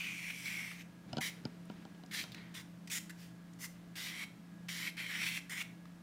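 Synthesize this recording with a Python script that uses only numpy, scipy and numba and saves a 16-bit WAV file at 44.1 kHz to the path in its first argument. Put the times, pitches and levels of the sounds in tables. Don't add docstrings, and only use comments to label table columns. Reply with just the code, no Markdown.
import sys
import numpy as np
from scipy import signal
from scipy.fft import rfft, irfft
from scipy.io import wavfile
from scipy.ndimage import uniform_filter1d
from numba import njit

SR = 44100
rng = np.random.default_rng(int(sys.argv[2]) if len(sys.argv) > 2 else 0)


def attenuation_scalar(level_db):
    decades = np.asarray(level_db, float) / 20
    return 10 ** decades


def output_pcm(signal):
    pcm = np.clip(np.atleast_2d(signal).T, -1, 1) * 32767
    wavfile.write(sys.argv[1], SR, np.round(pcm).astype(np.int16))


N = 265790

# frequency in Hz, level in dB per Hz.
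PAPER_HISS = [(1470, -56), (2500, -9), (2770, -13.5), (3250, -6), (4580, -11), (5600, -4.5), (6640, -8),
              (7520, -9), (12300, -10.5), (16000, -9.5)]
# multiple of its ring, width in Hz, level in dB.
BARREL_MODES = [(1.43, 340, 0), (1.78, 450, -6), (2.52, 670, 2), (3.35, 600, -3.5), (4.25, 597, -7)]
# time in seconds, extra pressure in dB.
GRIT_CATCHES = [(.008, 3), (.022, 1), (.033, -2), (0.045, 4.5), (.068, 7), (.08, 0), (.092, 5.5), (.11, 2),
                (.175, 0), (.195, 5.5), (.245, 4.5), (.27, 1), (.285, 4), (0.305, 7.5), (.46, 6), (.48, 5),
                (.52, 0), (0.594, 2.5), (.716, 11.5), (0.809, 9), (1.212, 3), (1.232, 4), (1.245, 0),
                (1.262, 1), (2.148, 5), (2.198, 3.5), (2.212, -2), (2.382, 7.5), (2.925, 1), (2.978, 9),
                (3.645, 6.5), (3.985, 6.5), (4.07, 7.5), (4.207, 2.5), (4.24, 1), (4.693, 3), (4.87, 8),
                (4.878, 5.5), (4.98, 3), (5.005, 2), (5.03, -1), (5.048, 3), (5.065, 8), (5.155, 7.5),
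                (5.218, 7.5), (5.232, 4), (5.242, 3), (5.253, -7), (5.269, 3.5), (5.281, 0), (5.376, 6.5),
                (5.582, 5.5), (5.617, 3)]


def pencil():
    t = np.arange(N) / SR
    drawn = strokes()
    s, *columns = np.concatenate(drawn).T
    hiss_db, ring_db, ring_hz, scrape_db, rasp_db = (np.interp(t, s, c) for c in columns)
    touch = 0
    for k, stroke in enumerate(drawn):
        landing = (t - stroke[0][0]) / 0.00024 + (k == 0)
        lifting = (stroke[-1][0] - t) / 0.0045
        touch = touch + np.clip(np.minimum(landing, lifting), 0, 1)
    catch_s = 0.0036
    ring_db = ring_db + sum(db * np.exp(-((t - at) / catch_s) ** 2) for at, db in GRIT_CATCHES)
    scrape_db = scrape_db - 3 + hiss_db + 0.36 * (ring_db - hiss_db)
    rasp_db = rasp_db - 15.5 + ring_db

    grains = grit(spread_db=3.5, patchy_db=0.5)
    push = grains * rng.standard_normal(N)
    judder = attenuation_scalar(1.87 * walk(70))
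    bend = svf(svf(push, ring_hz, 580.0), ring_hz, 850.0)
    bend = level(bend * judder, -0.55)
    answer = level(board(grains * judder, ring_hz), 0.5)
    bend = level(held(attenuation_scalar(-1.0) * bend + answer), -1.27)

    barrel = sum(level(svf(push, m * ring_hz, 1. * w), db) for m, w, db in BARREL_MODES)
    paper = level(colour(sheet(grains, rate=12), PAPER_HISS), 0) + level(barrel, -3.5)
    scrape = level(colour(paper, [(4800, -10.0), (5400, -27.0)]), -0.47)
    hiss = level(colour(paper, [(4800, -23.5), (5400, -20)]), -1.07)
    rasp = level(held(band(band(push, 1460, 670), 1320, 1340)), -2.5)

    rub = attenuation_scalar(ring_db) * bend + attenuation_scalar(scrape_db) * scrape
    rub = rub + attenuation_scalar(hiss_db) * hiss + attenuation_scalar(rasp_db) * rasp
    rub = spots(touch * rub)
    return rub + attenuation_scalar(-10) * band(rub, 2180, 45)


# time in seconds, tip speed as hiss in dB, # pressure
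# as ring in dB, ring frequency in Hz.
TRACED_STROKES = [
    [(0.0, -54.5, -43.5, 2480), (0.1, -56, -46, 2390), (0.22, -56, -49.5, 2330), (0.3, -54.5, -44.5, 2240),
     (0.33, -56, -50, 2260), (0.45, -52.5, -52.5, 2250), (0.458, -50, -47, 2290), (0.475, -49, -44, 2290),
     (0.6, -53.5, -44, 2160), (0.72, -58, -51.5, 2220), (0.765, -64.5, -54.5, 2170),
     (0.83, -64, -54.5, 2200)],
    [(2.111, -60, -49.5, 2020), (2.14, -49, -45.5, 2010), (2.19, -47.5, -42, 2200),
     (2.215, -51.5, -42.5, 2300), (2.228, -53, -58, 2150), (2.245, -58, -59, 2180)],
    [(3.955, -55, -54, 2000), (3.967, -50, -50, 1990), (4.07, -51.5, -49, 2040), (4.135, -59.5, -49, 2130),
     (4.2, -55, -45, 2240), (4.24, -53.5, -44.5, 2220), (4.256, -70, -57, 2250)],
    [(4.685, -53, -43, 2120), (4.73, -51, -50, 2000), (4.82, -50.5, -43, 2150), (4.885, -52, -43, 2190),
     (4.908, -59, -54, 2240)],
    [(4.968, -60, -49.5, 2070), (4.995, -56.5, -40, 2150), (5.075, -59.5, -50, 2180),
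     (5.105, -55, -41.5, 2030), (5.15, -55.5, -44.5, 2000), (5.2, -54, -42, 2170), (5.27, -48.5, -39, 2220),
     (5.32, -54, -45, 2280), (5.375, -50, -43, 2210), (5.396, -60, -52, 2200)],
    [(5.495, -52.5, -51, 1970), (5.525, -51, -43, 2050), (5.555, -54, -47, 1980),
     (5.58, -52.5, -44.5, 2140), (5.62, -50, -39, 2350), (5.632, -56, -64, 2350)],
]
MORE_STROKES = [
    [(1.206, -61, -51, 2160), (1.211, -47, -42, 2200), (1.22, -47, -41, 2140), (1.25, -47, -45, 2180),
     (1.275, -44.5, -48, 2000), (1.29, -53, -48, 2050), (1.298, -53, -54, 2110), (1.306, -76, -61, 2200),
     (1.39, -90, -81, 2170)],
    [(2.539, -57, -57, 2030), (2.55, -54, -52, 2070), (2.575, -55, -52, 2000), (2.605, -58, -55, 1900),
     (2.625, -66, -62, 1890)],
    [(2.899, -49, -48, 2560), (2.911, -51, -48, 2340), (2.916, -42.5, -48.5, 2050),
     (2.96, -42.5, -44, 2140), (2.983, -44.5, -49, 2030), (2.996, -56, -63, 2050)],
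]
# start in seconds, length in seconds, hiss in dB, ring in dB,
# share of the length where it is fastest, ring at the start in Hz, ring at the end in Hz.
DASHES = [
    (2.342, .2, -93.5, -58, 0.073, 2060, 1860),
    (3.095, .022, -54, -49.5, 0.2, 1820, 1960),
]
GRAZES = [
    (3.154, 0.17, -62.5, -65, 0.4, 2060, 1940),
    (3.588, 0.086, -43.5, -51, 0.7, 2030, 1970),
]
# scrape in dB, board rasp in dB.
GRIPS = [(-4.5, -3.5), (0.5, 0), (2.5, -7.5), (15, 10), (-1, 9), (-3.5, -23), (-4, -6), (3.5, -6), (-17, 8),
         (2, 2.5), (2, -10), (3.5, -7), (-4.5, 1)]


def strokes():
    short = [arch(r, rise_db=3, fall_db=10.5) for r in DASHES]
    short += [arch(r, rise_db=20.5, fall_db=21) for r in GRAZES]
    ordered = sorted(TRACED_STROKES + MORE_STROKES + short)
    return [[(*row, *grip) for row in stroke] for stroke, grip in zip(ordered, GRIPS)]


def arch(row, rise_db, fall_db):
    s, length, hiss_db, ring_db, peak, hz, end_hz = row
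    course = [(0, rise_db), (peak / 2, rise_db / 4), (peak, 0), ((1 + peak) / 2, fall_db / 4), (1, fall_db)]
    return [(s + u * length, hiss_db - d, ring_db - d, hz + u * (end_hz - hz)) for u, d in course]


def grit(spread_db, patchy_db):
    pluck_db = spread_db * np.minimum(rng.exponential(size=N), 5)
    return attenuation_scalar(pluck_db + patchy_db * walk(90))


def sheet(grains, rate):
    out, pluck = 0, rng.standard_normal(N)
    for k, hz in enumerate(np.arange(2600, 15900, 550)):
        drift = hz + 130 * walk(4)
        swell = attenuation_scalar(2.6 * walk(rate))
        out = out + swell * svf(grains * np.roll(pluck, 999 * k), drift, 430.)
    return out


def board(grains, ring_hz):
    reach_hz, width_hz, swell_db = 345, 129., 3
    out, pluck = 0, rng.standard_normal(N)
    for k, hz in enumerate(np.arange(1500, 3400, 140)):
        near = attenuation_scalar(swell_db * walk(22)) / (1 + ((hz - ring_hz) / reach_hz) ** 2)
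        out = out + near * svf(grains * np.roll(pluck, 777 * k), hz + 40 * walk(8), width_hz)
    return out


def held(x):
    hold_s, share = 0.012, 0.7
    k = int(hold_s * SR)
    power = uniform_filter1d(uniform_filter1d(x ** 2, k), k)
    return level(x / (power + 1e-9) ** (share / 2), 0)


# start in seconds,
# length in seconds, centre at the start in Hz, centre at the end in Hz, gain in dB.
SHEET_SPOTS = [(0, 0.35, 2630, 2480, 2), (0, 0.56, 3030, 2860, 1), (0, .45, 6750, 6800, 0),
               (.45, 0.26, 3300, 3300, -1), (0, 0.72, 2450, 2150, 3.5), (1.206, 0.13, 2150, 2140, 6.5),
               (1.208, 0.13, 3900, 3800, 5), (1.206, 0.08, 2750, 2680, -9), (2.11, 0.082, 2900, 2900, -5),
               (2.11, 0.15, 4230, 4000, 2), (2.35, 0.088, 4000, 4100, 15), (2.54, 0.066, 3570, 3470, 6.5),
               (2.54, .08, 4300, 4300, -8), (2.54, .08, 6700, 6700, 2), (2.9, 0.054, 3500, 3600, 5.5),
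               (2.9, .1, 4360, 4350, -1), (2.9, 0.12, 7000, 6950, 4), (3.59, .085, 5600, 5570, -10),
               (3.955, 0.23, 3900, 3900, 1.5), (3.955, .3, 5500, 5600, 0.5), (4.685, 0.27, 3150, 3200, 1.5),
               (4.685, .22, 2740, 2730, -4), (4.968, 0.21, 3150, 3150, 5.5), (4.968, .43, 4730, 4850, -17),
               (5.1, 0.2, 5400, 5800, 5.5), (4.968, 0.35, 6140, 6600, -5), (5.1, 0.31, 2560, 2640, 5),
               (5.22, .17, 7400, 7800, 2.5), (5.495, 0.1, 4470, 4450, -9), (5.495, 0.2, 3400, 3580, 4),
               (5.495, .14, 5600, 5600, 1.5), (5.56, .075, 2700, 2800, 4), (1.206, 0.069, 1750, 1810, 3),
               (2.555, .06, 1930, 1900, 3), (3.62, 0.092, 1990, 1950, 5), (5.2, 0.18, 4200, 4300, -2)]
DESK_GAPS = [(.3, 0.43, 6750, 6850, -11), (.05, .25, 4580, 4900, -7), (2.54, .08, 6700, 6600, -6),
             (2.54, .08, 5800, 5800, 1), (2.9, .09, 4150, 4170, -7), (2.9, 0.08, 8000, 8100, -3),
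             (4.79, .12, 4850, 4960, -8), (4.98, 0.082, 5950, 6150, -7), (5.07, .1, 6200, 6250, -8),
             (5.15, .09, 4600, 4700, -9), (5.5, .08, 4400, 4400, -9), (3.59, .085, 5700, 5700, -11),
             (4.05, .2, 13300, 13300, -8), (0, .5, 11000, 11100, -7), (4.702, .2, 9900, 10200, -1),
             (5.0, .39, 14000, 14200, -6)]


def spots(x):
    out = x.copy()
    bands = [(*r, 0.073) for r in SHEET_SPOTS] + [(*r, 0.046) for r in DESK_GAPS]
    for s, length, hz, end_hz, db, share in bands:
        i = max(int(s * SR), 0)
        u = np.linspace(0, 1, int(length * SR))
        fade = np.clip(np.minimum(u + (s < .01), 1 - u) * length / .015, 0, 1)
        part = svf(out[i:i + len(u)], hz + (end_hz - hz) * u, share * hz)
        add(out, i / SR, (attenuation_scalar(db * fade) - 1) * part)
    return out


# time in seconds, crack in dB, thud in dB, hardness in dB per octave,
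# click in dB over the crack, share of the free ring time.
KNOCKS = [
    (1.1305, -34, -34, 3, -4, 0.75),
    (1.1696, -34, -33.5, 4, -2.5, 0.45),
    (1.1785, -39, -38, 1, -8, 0.65),
    (1.1829, -35.5, -30, 4, -1, 0.99),
    (1.4528, -34.5, -35.5, 0.5, -5, .5),
    (1.699, -47, -42, 9.5, -12, 0.42),
    (1.852, -53.5, -44, 7, 2, 0.18),
    (1.948, -61, -61, 7, 4, .3),
    (2.036, -56, -51, 3, 9, 0.55),
    (2.239, -39, -45, 12, -6, 0.59),
]
# frequency in Hz, level in dB, t60 in seconds.
CRACK_MODES = [(1500, -8.5, 0.049), (3000, 2.5, 0.025), (2350, -4, .015), (3430, -5, 0.0042),
               (4950, 8.5, 0.0088), (5300, -12, 0.054)]
THUD_MODES = [(131, 6, 0.084), (232, -1, 0.25), (293, -8, 0.047), (340, -7, 0.16), (450, 2, 0.021),
              (620, 6.5, 0.032), (755, -4, 0.1), (956, -11, 0.16), (1390, -7, 0.06)]
WAVE_DB = [-45, -33.5, -62, -33.5, -32, -38.5, -46.5, -62, -53, -61]


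def knocks():
    out = np.zeros(N)
    chance_db = 2.0 * rng.standard_normal((len(KNOCKS), 15))
    t = np.arange(SR // 50) / SR
    click_hz = np.full(len(t), 3900.)
    octaves = np.log2(np.transpose(THUD_MODES)[0] / 370)
    for (s, crack_db, thud_db, hard_db, click_db, free), c, wave_db in zip(KNOCKS, chance_db, WAVE_DB):
        chatter = rng.standard_normal(len(t)) * np.exp(-t / .0016)
        crack = np.convolve(chatter, ring(CRACK_MODES, c[:6], free))
        click = svf(svf(chatter, click_hz, 6000.), click_hz, 6500.)
        spread = (1 + .5 * rng.standard_normal(len(t))) * t * np.exp(-t / 0.000076)
        thud = np.convolve(spread, ring(THUD_MODES, c[6:] + hard_db * octaves, min(free + 0.23, 1)))
        add(out, s, attenuation_scalar(crack_db) * crack / np.abs(crack).max())
        add(out, s, attenuation_scalar(crack_db + click_db) * click)
        add(out, s, attenuation_scalar(wave_db) * wave())
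        add(out, s, attenuation_scalar(thud_db) * thud / np.abs(thud).max())
    return colour(out, [(40, -28), (110, 0), (6500, 1), (11000, -7)])


def ring(modes, scatter_db, free):
    t = np.arange(SR // 5) / SR
    y = 0
    for k, ((hz, db, t60), scatter) in enumerate(zip(modes, scatter_db)):
        decay = 1000. ** (-t / (t60 * free))
        y = y + (-1) ** k * attenuation_scalar(db + scatter) * np.sin(2 * np.pi * hz * t) * decay
    return y / np.abs(y).max()


def wave():
    start_hz, glide_s, rise_s = 500, 0.0034, 0.0034
    t = np.arange(SR // 25) / SR
    phase = 2 * np.pi * np.cumsum(start_hz / (1 + t / glide_s)) / SR
    y = t * np.exp(-t / rise_s) * np.sin(phase)
    return y / np.abs(y).max()


# time in seconds, frequency in Hz, level in dB, t60 in seconds.
DESK_NOTES = [(1.1305, 703, -40, .06), (1.1305, 560, -40, 0.043), (1.17, 900, -46, .04),
              (1.171, 1530, -42, .04), (1.183, 620, -38, 0.055), (1.186, 793, -44, 0.11),
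              (1.184, 1500, -42, 0.036), (1.4527, 870, -42, 0.043), (1.4524, 1416, -45, 0.034),
              (1.4535, 2350, -49, .03), (1.699, 1405, -54, 0.026), (1.701, 1000, -52, 0.026),
              (1.853, 774, -45, 0.05), (1.995, 850, -53, .04), (2.037, 737, -52, 0.049)]


def desk_notes():
    out, t = np.zeros(N), np.arange(SR // 5) / SR
    rise = 1 - np.exp(-t / 0.0018)
    for s, hz, db, t60 in DESK_NOTES:
        add(out, s, attenuation_scalar(db) * rise * np.sin(2 * np.pi * hz * t) * 1000. ** (-t / t60))
    return out


# time in seconds, level in dB, resonance in Hz, t60 in seconds.
TICKS = [
    (1.6544, -56, 9500, 0.014),
    (2.0613, -49.5, 5860, 0.018),
    (2.2394, -45, 3650, 0.02),
    (2.3188, -40.5, 3950, 0.063),
    (2.3465, -40.5, 3840, 0.023),
    (3.5345, -53.5, 6940, 0.02),
    (2.3465, -49, 6050, .015),
    (2.874, -49.5, 5200, 0.14),
    (2.874, -50, 3200, .04),
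    (2.874, -50, 7800, 0.059),
]
DULL_TICKS = [
    (0.456, -48, 2240, 0.035),
    (2.346, -40.5, 2030, 0.019),
    (2.875, -44.5, 2100, 0.043),
    (4.689, -34.5, 2150, 0.038),
    (5.855, -46.5, 1480, 0.02),
    (2.114, -46, 1900, .02),
    (3.955, -44, 3340, .02),
]


def ticks():
    out = np.zeros(N)
    t = np.arange(SR // 10) / SR
    for s, db, hz, t60 in TICKS + DULL_TICKS:
        burst = rng.standard_normal(len(t)) * 1000. ** (-t / max(t60, .004))
        tone = svf(burst, np.full(len(t), 1. * hz), 0.26 * hz)
        tick = tone / np.abs(tone).max() + 0.12 * np.diff(burst, prepend=0)
        add(out, s, attenuation_scalar(db) * tick)
    return out


# time in seconds, fade in dB per second, rustle in dB, rumble in dB.
HAND_SHIFTS = [
    (1.11, 50, -65, -54),
    (1.25, 50, -65, -82),
    (1.45, 39, -72, -59),
    (1.72, 27, -68, -62.5),
    (2.2, 37, -63, -56.5),
    (3.0, 43, -86, -86),
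    (3.35, 5, -90, -71.5),
    (3.75, 43, -75, -81),
]


def hand():
    t = np.arange(N) / SR
    drag = grit(spread_db=1.5, patchy_db=1.5) * rng.standard_normal(N)
    rustle = level(band(band(drag, 1900, 3600), 1800, 3000), 0)
    low = band(band(rng.standard_normal(N), 170, 260), 200, 320)
    rumble = level(attenuation_scalar(2.5 * walk(25)) * low, 0)
    out = 0
    for s, fade_db, rustle_db, rumble_db in HAND_SHIFTS:
        effort = attenuation_scalar(np.minimum(189 * (t - s), -fade_db * (t - s)))
        out = out + effort * (attenuation_scalar(rustle_db) * rustle + attenuation_scalar(rumble_db) * rumble)
    return out


# frequency in Hz, level in dB, wander in Hz.
FAN_HUM = [(173.5, -54.5, 0.35), (655, -78.5, 2.52), (1663, -77.5, 5.03)]
# frequency in Hz, width in Hz, level in dB.
ROOM_MODES = [(122.7, 6.8, -67.5), (203.4, 8.6, -62.5), (239.6, 37, -67.5), (281, 16, -68.5),
              (316.8, 15.3, -70)]
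# frequency in Hz, level in dB per Hz.
FAN_AIR = [(15, -80), (25, -22.5), (114, -14.5), (145, -9.5), (175, -5.5), (229, -51), (317, -9.5),
           (353, -23.5), (404, -19), (773, -23), (1600, -25), (2470, -29.5), (16000, -44)]


def fan():
    out = level(colour(rng.standard_normal(N), FAN_AIR), -62)
    for hz, db, wander_hz in FAN_HUM:
        swell = attenuation_scalar(1.4 * (hz / 173) ** 0.32 * walk(6.5))
        phase = 2 * np.pi * np.cumsum(hz + wander_hz * walk(5.4)) / SR
        out = out + level(swell * np.sin(phase), db)
    for hz, width, db in ROOM_MODES:
        out = out + level(band(band(rng.standard_normal(N), hz, width), hz, 2 * width), db)
    return out


@njit
def walls(x, lags, gain, damp):
    line, soft, out = np.zeros((8, 4096)), np.zeros(8), np.zeros(len(x))
    for i in range(len(x)):
        total = 0.
        for k in range(8):
            soft[k] += (1 - damp) * (gain[k] * line[k, (i - lags[k]) & 4095] - soft[k])
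            total += soft[k]
        out[i] = soft[0] - soft[3] + soft[5] - soft[6]
        for k in range(8):
            line[k, i & 4095] = x[i] + soft[k] - total / 4
    return out


@njit
def svf(x, hz, width):
    y, b, l = np.empty(len(x)), 0., 0.
    for i in range(len(x)):
        g, k = np.tan(np.pi * hz[i] / SR), width / hz[i]
        v = (b + g * (x[i] - l)) / (1 + g * (g + k))
        b, l, y[i] = 2 * v - b, l + 2 * g * v, k * v
    return y


def band(x, hz, width):
    return svf(x, np.full(N, 1. * hz), 1. * width)


def colour(x, points):
    hz, db = np.transpose(points)
    bins = np.maximum(np.fft.rfftfreq(N, 1 / SR), 1)
    return irfft(rfft(x) * attenuation_scalar(np.interp(np.log(bins), np.log(hz), db)), N)


def level(x, db):
    return x * attenuation_scalar(db) / np.sqrt(np.mean(x ** 2))


def walk(rate):
    k = int(SR / rate)
    steps = np.repeat(rng.standard_normal(N // k + 1), k)
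    return level(uniform_filter1d(uniform_filter1d(steps, k), k)[:N], 0)


def add(out, s, sound):
    i = int(s * SR)
    out[i:i + len(sound)] += sound[:N - i]


def scene():
    scratch = pencil() + ticks()
    blows = knocks() + desk_notes()
    lags = np.array([433, 571, 683, 829, 977, 1153, 1327, 1531])
    t60_s = 0.39
    tail = walls(scratch + .25 * blows + 1e-18, lags, attenuation_scalar(-60 * lags / SR / t60_s), 0.012)
    return (scratch + blows + attenuation_scalar(-28.5) * 4 * tail + hand() + fan())[None]


def roll_off(x):
    return signal.sosfilt(signal.butter(12, 15720, fs=SR, output="sos"), x)


def record(dry):
    low_pass = signal.ellip(8, .2, 70, 15650, fs=SR, output="sos")
    mix = signal.sosfilt(low_pass, dry)
    return roll_off(mix)


dry = scene()
out = record(dry)
output_pcm(out)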